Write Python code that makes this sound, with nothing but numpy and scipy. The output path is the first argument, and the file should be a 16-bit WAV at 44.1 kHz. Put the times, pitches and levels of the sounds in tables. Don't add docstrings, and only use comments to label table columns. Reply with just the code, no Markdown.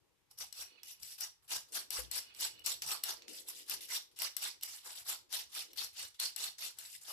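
import sys
import numpy as np
from scipy import signal
from scipy.io import wavfile

SR = 44100
rng = np.random.default_rng(int(sys.argv[2]) if len(sys.argv) > 2 else 0)


def pcm_store(signal):
    levels = np.round(np.clip(np.atleast_2d(signal), -1, 1) * 32767)
    wavfile.write(sys.argv[1], SR, levels.astype(np.int16).T)


N = 313992

# f/Hz, width/Hz, relative level/dB
METAL = [(360, 50, -18), (520, 60, -18), (894, 40, -14), (1100, 140, -8), (2050, 90, -9), (2600, 90, -9),
         (2925, 45, -3), (3350, 90, -8), (3575, 40, -8), (3760, 90, -8), (4180, 60, -2), (4397, 80, -1),
         (5050, 80, -5), (5543, 90, -3), (5700, 120, -3), (5950, 130, -6), (6500, 120, -12),
         (7200, 120, -9), (7890, 80, -1), (8400, 120, -12), (9570, 120, -6), (10890, 120, -5),
         (11900, 120, -9), (12600, 110, -2), (13530, 80, -5)]
WANDER_DB = 5.5


def strokes():
    # start t/s, first touch level/dB, rise t/s, crest level/dB, hold t/s,
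    # low body level/dB, bright fizz level/dB, ring drive near 4 kHz level/dB, near 8 kHz level/dB
    stroke_rows = [(0.3, -84, 0.012, -65, .005, 8.5, 9, -15, 4),
                   (0.376, -60, 0.037, -45, 0.014, -1, 6, -9, 5),
                   (0.529, -63.5, 0.088, -44.5, 0.0033, 0.5, 4, 7, 11),
                   (0.836, -63.5, 0.068, -51, .01, -56, 5, -27, 5), (1, -58, .01, -62, .02, 0, 6, -8, 9),
                   (1.025, -53.5, 0.079, -52.5, 0.027, -31, 6.5, -29, 6),
                   (1.181, -57, 0.043, -43.5, 0.02, -1, 4, -20, 4),
                   (1.424, -82, 0.0082, -75, .03, 12, 8, -5, 1),
                   (1.48, -59, 0.045, -37, 0.037, 1.5, 3, 1, 6), (1.685, -67, .01, -67, .02, 5, 4, -8, 2),
                   (1.723, -54.5, 0.038, -37.5, 0.016, 2.5, 5.5, 7, 2),
                   (1.907, -46.5, 0.053, -39.5, 0.036, 2, 3.5, 2, 6.5),
                   (2.114, -45, 0.059, -39.5, 0.0078, -0.5, 6, 10, 8.5),
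                   (2.342, -63, 0.065, -47, 0.0055, -5, 3.5, -14, 8),
                   (2.405, -44.5, 0.026, -36, .02, -1.5, 3, -3, 6.5),
                   (2.642, -58.5, 0.024, -39.5, 0.055, 0, 3, 10, 12),
                   (2.823, -37, 0.0065, -45.5, 0.0061, 6, 1, -3, 6),
                   (2.862, -46, 0.054, -35, 0.0077, 6, 3.5, 5, 10),
                   (3.035, -47, .06, -38, 0.013, 4, -0.5, 3, 5.5),
                   (3.282, -54, 0.054, -51, 0.072, -32, 3.5, 0, 10),
                   (3.46, -64.5, 0.029, -47.5, 0.02, -3.5, 4, -20, 4),
                   (3.548, -55, 0.01, -52, 0.06, -35, 3, -12, 13),
                   (3.663, -60, 0.048, -38.5, 0.03, -2, 1, 1, 3),
                   (3.808, -44.5, 0.031, -50, 0.023, -38, 3.5, 0, -13),
                   (3.886, -48.5, .04, -37.5, .04, -5.5, 2, 1, 0),
                   (4.115, -67.5, .008, -71, .01, -1, 0, 0, -9),
                   (4.163, -58.5, .06, -35.5, 0.027, 0, 1, -0.5, 5.5),
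                   (4.367, -56.5, 0.062, -38, 0.052, -2, -0.5, 1.5, 5.5),
                   (4.626, -47, .03, -46.5, .13, -7, 2.5, -1, 4.5),
                   (4.827, -61.5, 0.035, -49, 0.071, 5.5, 4, -13, 10),
                   (4.952, -53, 0.034, -50, 0.019, 1, 1, -14, 10),
                   (5.05, -56.5, 0.046, -39, .03, 2.5, 2.5, 3, 9.5),
                   (5.293, -64.5, 0.041, -39.5, 0.067, -1.5, -2, -27, -4),
                   (5.493, -65, .01, -63, .01, -3, 1, -5, 8),
                   (5.519, -55.5, 0.045, -41, 0.053, -2, 0.5, 4, 1),
                   (5.705, -64, .006, -65, .005, -11, -3, 1, 6),
                   (5.76, -56.5, 0.032, -42, 0.056, 1, 0.5, 7.5, 3.5),
                   (5.93, -64, .008, -59.5, .005, -12, 2.5, -5, 4),
                   (5.947, -62.5, 0.039, -42.5, 0.062, -3, -0.5, 7, 7.5),
                   (6.145, -59, .006, -62.5, .005, -8, -1.5, -7, 13),
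                   (6.196, -39, 0.039, -38, 0.027, -5, -1, 12.5, 6.5),
                   (6.363, -49, .07, -39.5, 0.032, -1.5, 3, 7, 8.5),
                   (6.584, -50.5, 0.054, -40, 0.028, -3, 2, 6, 3.5),
                   (6.77, -62, .006, -59, .005, 1, 3, -2, -1),
                   (6.786, -48, .03, -50.5, 0.086, -6, 2.5, -1, 5.5),
                   (6.911, -54, 0.032, -52, 0.02, -41, 3, -15, 3),
                   (7.011, -63, .012, -58, .01, 1, 12, -20, 18),
                   (7.039, -58, 0.051, -46.5, .05, 8, 2.5, -13, 6.5)]
    approach_db_per_s, hold_db_per_s, lift_db_per_s = 4001, -42, -340
    low_at_touch_db, fizz_lift_db_per_s = -5, -86
    touch_pan_db, touch_pan_s, hold_pan_db, lift_pan_db_per_s = 2.5, 0.028, -1, -77
    middle_ring_db, early_ring_db, early_ring_s = 7.5, 10, 1.5

    t = np.arange(0, N + 32, 32) / SR
    columns = np.transpose(stroke_rows)[:, :, None]
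    start, touch_db, rise, crest_db, hold, low_db, fizz_db, ring4_db, ring8_db = columns
    since = t - start
    risen = np.clip(since / np.maximum(rise, .002), 0, 1)
    lifted = np.maximum(since - rise - hold, 0)

    level_db = touch_db + approach_db_per_s * np.minimum(since, 0) + (crest_db - touch_db) * risen
    level_db = level_db + hold_db_per_s * np.clip(since - rise, 0, hold) + lift_db_per_s * lifted
    low_db = low_db + low_at_touch_db * (1 - risen)
    fizz_db = fizz_db + fizz_lift_db_per_s * lifted
    pan_db = touch_pan_db * np.exp(-np.abs(since) / touch_pan_s) + hold_pan_db + lift_pan_db_per_s * lifted
    middle_db = middle_ring_db + early_ring_db * np.exp(-t / early_ring_s)

    controls = [level_db, low_db, fizz_db, pan_db, ring4_db + 0 * t, middle_db + 0 * start, ring8_db + 0 * t]
    loudest = level_db.argmax(axis=0), np.arange(len(t))
    return [np.interp(np.arange(N) / SR, t, c[loudest]) for c in controls]


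def rasp(stroke):
    # f/Hz, relative level per Hz/dB
    mesh_colour = [(120, -57), (200, -119), (363, -17.5), (775, -7.5), (1070, -3.5), (1880, -6), (4310, 4),
                   (7280, -2.5), (7970, -2), (11900, -2), (13000, -4), (14000, 0), (15000, -63)]
    wires_per_s, grain_spread_db = 2500, 1.5
    ring_db = -2

    level_db, low_db, fizz_db, pan_db, *_ = stroke
    grains = np.minimum(rng.exponential(1, (2, 2, N)), 5)
    sizes = from_db(grain_spread_db * grains) * rng.choice([-1, 1], (2, 2, N))
    judder = from_db(3.0 * drift(60, channels=1))
    clicks = sizes * (rng.random((2, 2, N)) < wires_per_s * judder / SR)
    broad = coloured(clicks, mesh_colour, low_db, fizz_db, patchy_db=4.5)
    broad = rms_one(broad) * from_db(level_db)

    rings = 0
    bite_db = 0.15 * (level_db - level_db.max())
    for k, (hz, width_hz, db) in enumerate(METAL):
        push_db = db + tilt_db(hz, low_db, fizz_db) + contact_db(hz, stroke) + bite_db
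        push_db = push_db + WANDER_DB * drift(15.5)
        push = clicks[k % 2] * from_db(push_db) * from_db(level_db)
        rings = rings + np.sqrt(width_hz) * resonate(push, hz, width_hz)
    rings *= from_db(ring_db) * np.sqrt(np.mean(broad ** 2) / np.mean(rings ** 2))
    return (broad + rings) * from_db(np.outer([.5], pan_db) * [[1], [-1]])


def ticks(stroke):
    # t/s, peak level/dB, left over right level/dB, brightness level/dB
    tick_rows = [(0.312, -57, -15, 15), (0.386, -44, 17, 10), (0.5259, -37.5, 15.5, 4),
                 (0.8324, -34.5, -5, 2), (1.031, -40.5, 23, 4), (1.2077, -36, 19, 14), (1.487, -53, 6, 0),
                 (1.7215, -43, -4, 11), (1.9049, -28.5, 15.5, 7), (2.1134, -33.5, 18, 9),
                 (2.348, -41, -11, -1), (2.409, -32.5, -9, 16), (2.594, -44.5, -1, 3), (2.641, -55, -4, -2),
                 (2.661, -35, 23.5, 12), (2.8206, -23.5, 1, -3), (3.037, -20, 6, 7.5),
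                 (3.2213, -41, -3.0, -16), (3.2815, -37, 0, -19.5), (3.4855, -32.5, 6, 8),
                 (3.697, -28, 15, 9.5), (4.1887, -38, 21, 6), (4.2193, -21, 7, 4.5), (4.3664, -27, 18, 8.5),
                 (4.611, -40, -2, 0), (4.6258, -36, -9, 2), (4.6333, -22.5, -3, 7.5), (4.906, -33, 7, -7),
                 (5.3272, -31.5, 18, 6), (5.7325, -38, -1, 0.5), (5.7735, -38, 24, 3),
                 (6.1994, -27, 14, 11.5), (6.362, -28.5, 12.5, 7.5), (6.584, -46, -9, -12),
                 (6.787, -36.5, 13.5, 11)]
    crack_s, rattle, rattle_s = .00045, .15, 0.029
    crack_db, ring_db = 0, -21.5

    s, peak_db, pan_db, bright_db = np.transpose(tick_rows)
    at = np.round(s * SR).astype(int)
    side_db = peak_db + np.array([[.5], [-.5]]) * pan_db
    out, t = np.zeros((2, N)), np.arange(1500) / SR
    shape = np.exp(-t / crack_s) + rattle * np.exp(-t / rattle_s)
    noise = rng.standard_normal((len(at), 2, len(t)))
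    for i, a in enumerate(at):
        dull = filtered(2, [2200, 7000], "band", noise[i] * shape)
        sharp = filtered(2, 7000, "high", noise[i] * shape)
        crack = dull + from_db(bright_db[i]) * sharp
        crack = crack / np.abs(crack).max(axis=1, keepdims=True)
        out[:, a:a + len(t)] += from_db(side_db[:, [i]] + crack_db) * crack

    luck_db = rng.normal(0, 2.24, (len(at), len(METAL), 2))
    for k, (hz, width_hz, db) in enumerate(METAL):
        blow_db = side_db + db + ring_db + tilt_db(hz, -3.5, bright_db)
        blow_db = blow_db + contact_db(hz, stroke, at) + luck_db[:, k].T
        blows = np.zeros((2, N))
        blows[:, at] = from_db(blow_db)
        out += resonate(blows, hz, width_hz) * (-1) ** k
    return out


def contact_db(hz, stroke, at=slice(None)):
    family_edges = [3800, 4800, 7000, 9000]
    lower_db, top_db = 0.5, 4.5
    ring4_db, middle_db, ring8_db = (c[at] for c in stroke[-3:])
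    families = [lower_db, ring4_db, middle_db, ring8_db, top_db]
    return (hz > 1800) * families[np.searchsorted(family_edges, hz)]


def drags():
    # centre t/s, length t/s, level/dB
    drag_rows = [(0.76, 0.48, -65), (2.31, 0.41, -61), (2.585, 0.24, -64.5), (3.239, 0.12, -67.5)]
    tilt_db_per_octave = -14
    noise = rng.standard_normal((2, N))
    rings = 0
    for hz, width_hz, db in METAL:
        if 2400 < hz < 4500:
            mode_db = db + tilt_db_per_octave * np.log2(hz / 3000) + WANDER_DB * drift(33)
            rings = rings + from_db(mode_db) * np.sqrt(width_hz) * resonate(noise, hz, width_hz)
    return swells(drag_rows) * rms_one(rings) * from_db([[-3.0], [3.0]])


def kitchen(x):
    t60_s, wall_cut_hz = 0.28, 17000
    out, dull = np.zeros((2, N)), np.exp(-2 * np.pi * wall_cut_hz / SR)
    lags = (rng.uniform(.012, .03, 12) * SR).astype(int)
    for k, lag in enumerate(lags):
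        loop, gain, state = x.copy(), from_db(-60 * lag / SR / t60_s), [0.]
        for i in range(lag, N, lag):
            back, state = signal.lfilter([gain * (1 - dull)], [1, -dull], loop[i - lag:i], zi=state)
            loop[i:i + lag] += back[:N - i]
        out[k % 2] += (loop - x) * (-1) ** (k // 2)
    return out


def thuds():
    # t/s, level/dB, ring length scale t/s (longer rings for larger values)
    thud_rows = [(0.409, -67, 0.27), (0.59, -63.5, 0.18), (1.987, -44, 0.25)]
    out = np.zeros(N)
    for s, db, length in thud_rows:
        a = round(s * SR)
        blow = np.zeros(N)
        blow[a:a + 60] = from_db(db) * np.hanning(60) / 30
        deep = resonate(blow, 61, 1.3 / length)
        knock = resonate(blow, 503, 4.5 / length)
        out += deep + from_db(5.0) * knock
    return out


def whoosh():
    # centre t/s, length t/s, level/dB
    whoosh_rows = [(0.02, 0.33, -82), (0.73, 0.25, -78.5), (1.8, 0.19, -68), (2.05, 0.12, -68),
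                   (2.65, 0.89, -73.5), (3.3, 0.18, -66.5), (3.55, 0.9, -70.5), (3.82, 0.11, -77),
                   (4.56, 0.046, -74), (5.3, 0.36, -80.5), (5.72, 0.14, -69)]
    steady_db, sway_db = -86.5, 3.5
    noise = rng.standard_normal((2, N)) + 0.7 * rng.standard_normal(N)
    hollow = sum(resonate(noise * from_db(sway_db * drift(15)), hz, 70.0) for hz in (310, 380, 470))
    hollow = filtered(3, 250, "high", hollow)
    return rms_one(hollow) * (from_db(steady_db) + swells(whoosh_rows))


def rumble():
    # centre t/s, length t/s, level/dB before the lumps
    rumble_rows = [(0.42, 0.045, -71), (1.03, 0.078, -73), (1.57, 0.048, -69), (2.03, 0.19, -65.5),
                   (2.6, 0.66, -79.5), (2.87, 0.085, -69), (3.75, 0.067, -72), (5.83, 0.074, -75.5),
                   (6.03, 0.081, -76)]
    steady_db = -80.5
    noise = filtered(2, [45, 140], "band", rng.standard_normal((2, N)))
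    lumps = from_db(2.6 * drift(11.4))
    return rms_one(noise) * (from_db(steady_db) + swells(rumble_rows)) * lumps


def room_air():
    # f/Hz, relative level per Hz/dB
    air_colour = [(88, -34), (150, -19), (267, -15), (306, 5), (425, 5), (674, -16), (818, 24), (936, 4),
                  (1490, 3), (2020, 4.5), (15000, -5)]
    hiss = coloured(rng.standard_normal((2, 2, N)), air_colour, 0, 0, patchy_db=0.5)
    return from_db(-79.5) * rms_one(hiss)


def coloured(sources, spectrum, low_db, high_db, patchy_db):
    # f/Hz, likeness (0 to 1)
    likeness = [(150, 0.11), (400, 0.36), (800, 1), (1500, 0.016), (15000, 0.017)]
    out, edges = 0, 150 * 2 ** np.arange(0, 7.1, .4)
    for k, (low, high) in enumerate(zip(edges, edges[1:])):
        left, right = filtered(2, [low, high], "band", sources[k % 2])
        hz = np.sqrt(low * high)
        share = np.clip(at_hz(likeness, hz), 0, 1) / 2
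        pair = np.array([left + share * right, right + share * left])
        band_db = at_hz(spectrum, hz) + tilt_db(hz, low_db, high_db) + patchy_db * drift(27)
        out = out + pair * from_db(band_db)
    return out


def resonate(x, hz, width_hz):
    r, w = np.exp(-np.pi * max(width_hz, 5) / SR), 2 * np.pi * hz / SR
    return signal.lfilter([0, np.sin(w)], [1, -2 * r * np.cos(w), r * r], x + 1e-18)


def tilt_db(hz, low_db, high_db):
    low = np.clip(np.log2(2000 / hz), 0, 1)
    high = np.clip(2 * np.log2(hz / 6300), 0, 1)
    return low * low_db + high * high_db


def drift(rate_hz, channels=2):
    r = np.exp(-80 * np.pi * rate_hz / SR)
    noise = rng.standard_normal((channels, N // 40 + 2002))
    slow = signal.lfilter([1], [1, -2 * r, r * r], noise)[:, 2000:]
    return np.repeat(rms_one(slow), 40, axis=1)[:, :N]


def swells(rows):
    t = np.arange(N) / SR
    return sum(from_db(db) * np.exp(-(2 * (t - s) / length) ** 2) for s, length, db in rows)


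def filtered(order, hz, kind, x):
    return signal.sosfilt(signal.butter(order, hz, kind, fs=SR, output="sos"), x)


def at_hz(points, hz):
    f, value = np.array(points).T
    return np.interp(np.log(hz), np.log(f), value)


def from_db(db):
    return 10 ** (np.asarray(db) / 20)


def rms_one(x):
    return x / np.sqrt(np.mean(x ** 2) + 1e-20)


def scene():
    stroke = strokes()
    sieve = rasp(stroke) + ticks(stroke) + drags()
    sieve = filtered(3, 270, "high", sieve)
    echoes = from_db(-13) * kitchen(sieve.mean(axis=0))
    return sieve + echoes + thuds() + whoosh() + rumble() + room_air()


def record(dry):
    right_bass_cut_hz, right_treble_hz, right_treble_db = 480, 7000, -2
    cutoff_hz, edge_hz = 14650, 16500
    right = filtered(2, right_bass_cut_hz, "high", dry[1])
    treble = filtered(1, right_treble_hz, "high", right)
    right = right + (from_db(right_treble_db) - 1) * treble
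    steep = signal.ellip(8, .5, 32, cutoff_hz, fs=SR, output="sos")
    end = signal.cheby2(12, 70, edge_hz, fs=SR, output="sos")
    return signal.sosfilt(end, signal.sosfilt(steep, [dry[0], right]))


dry = scene()
out = record(dry)
pcm_store(out)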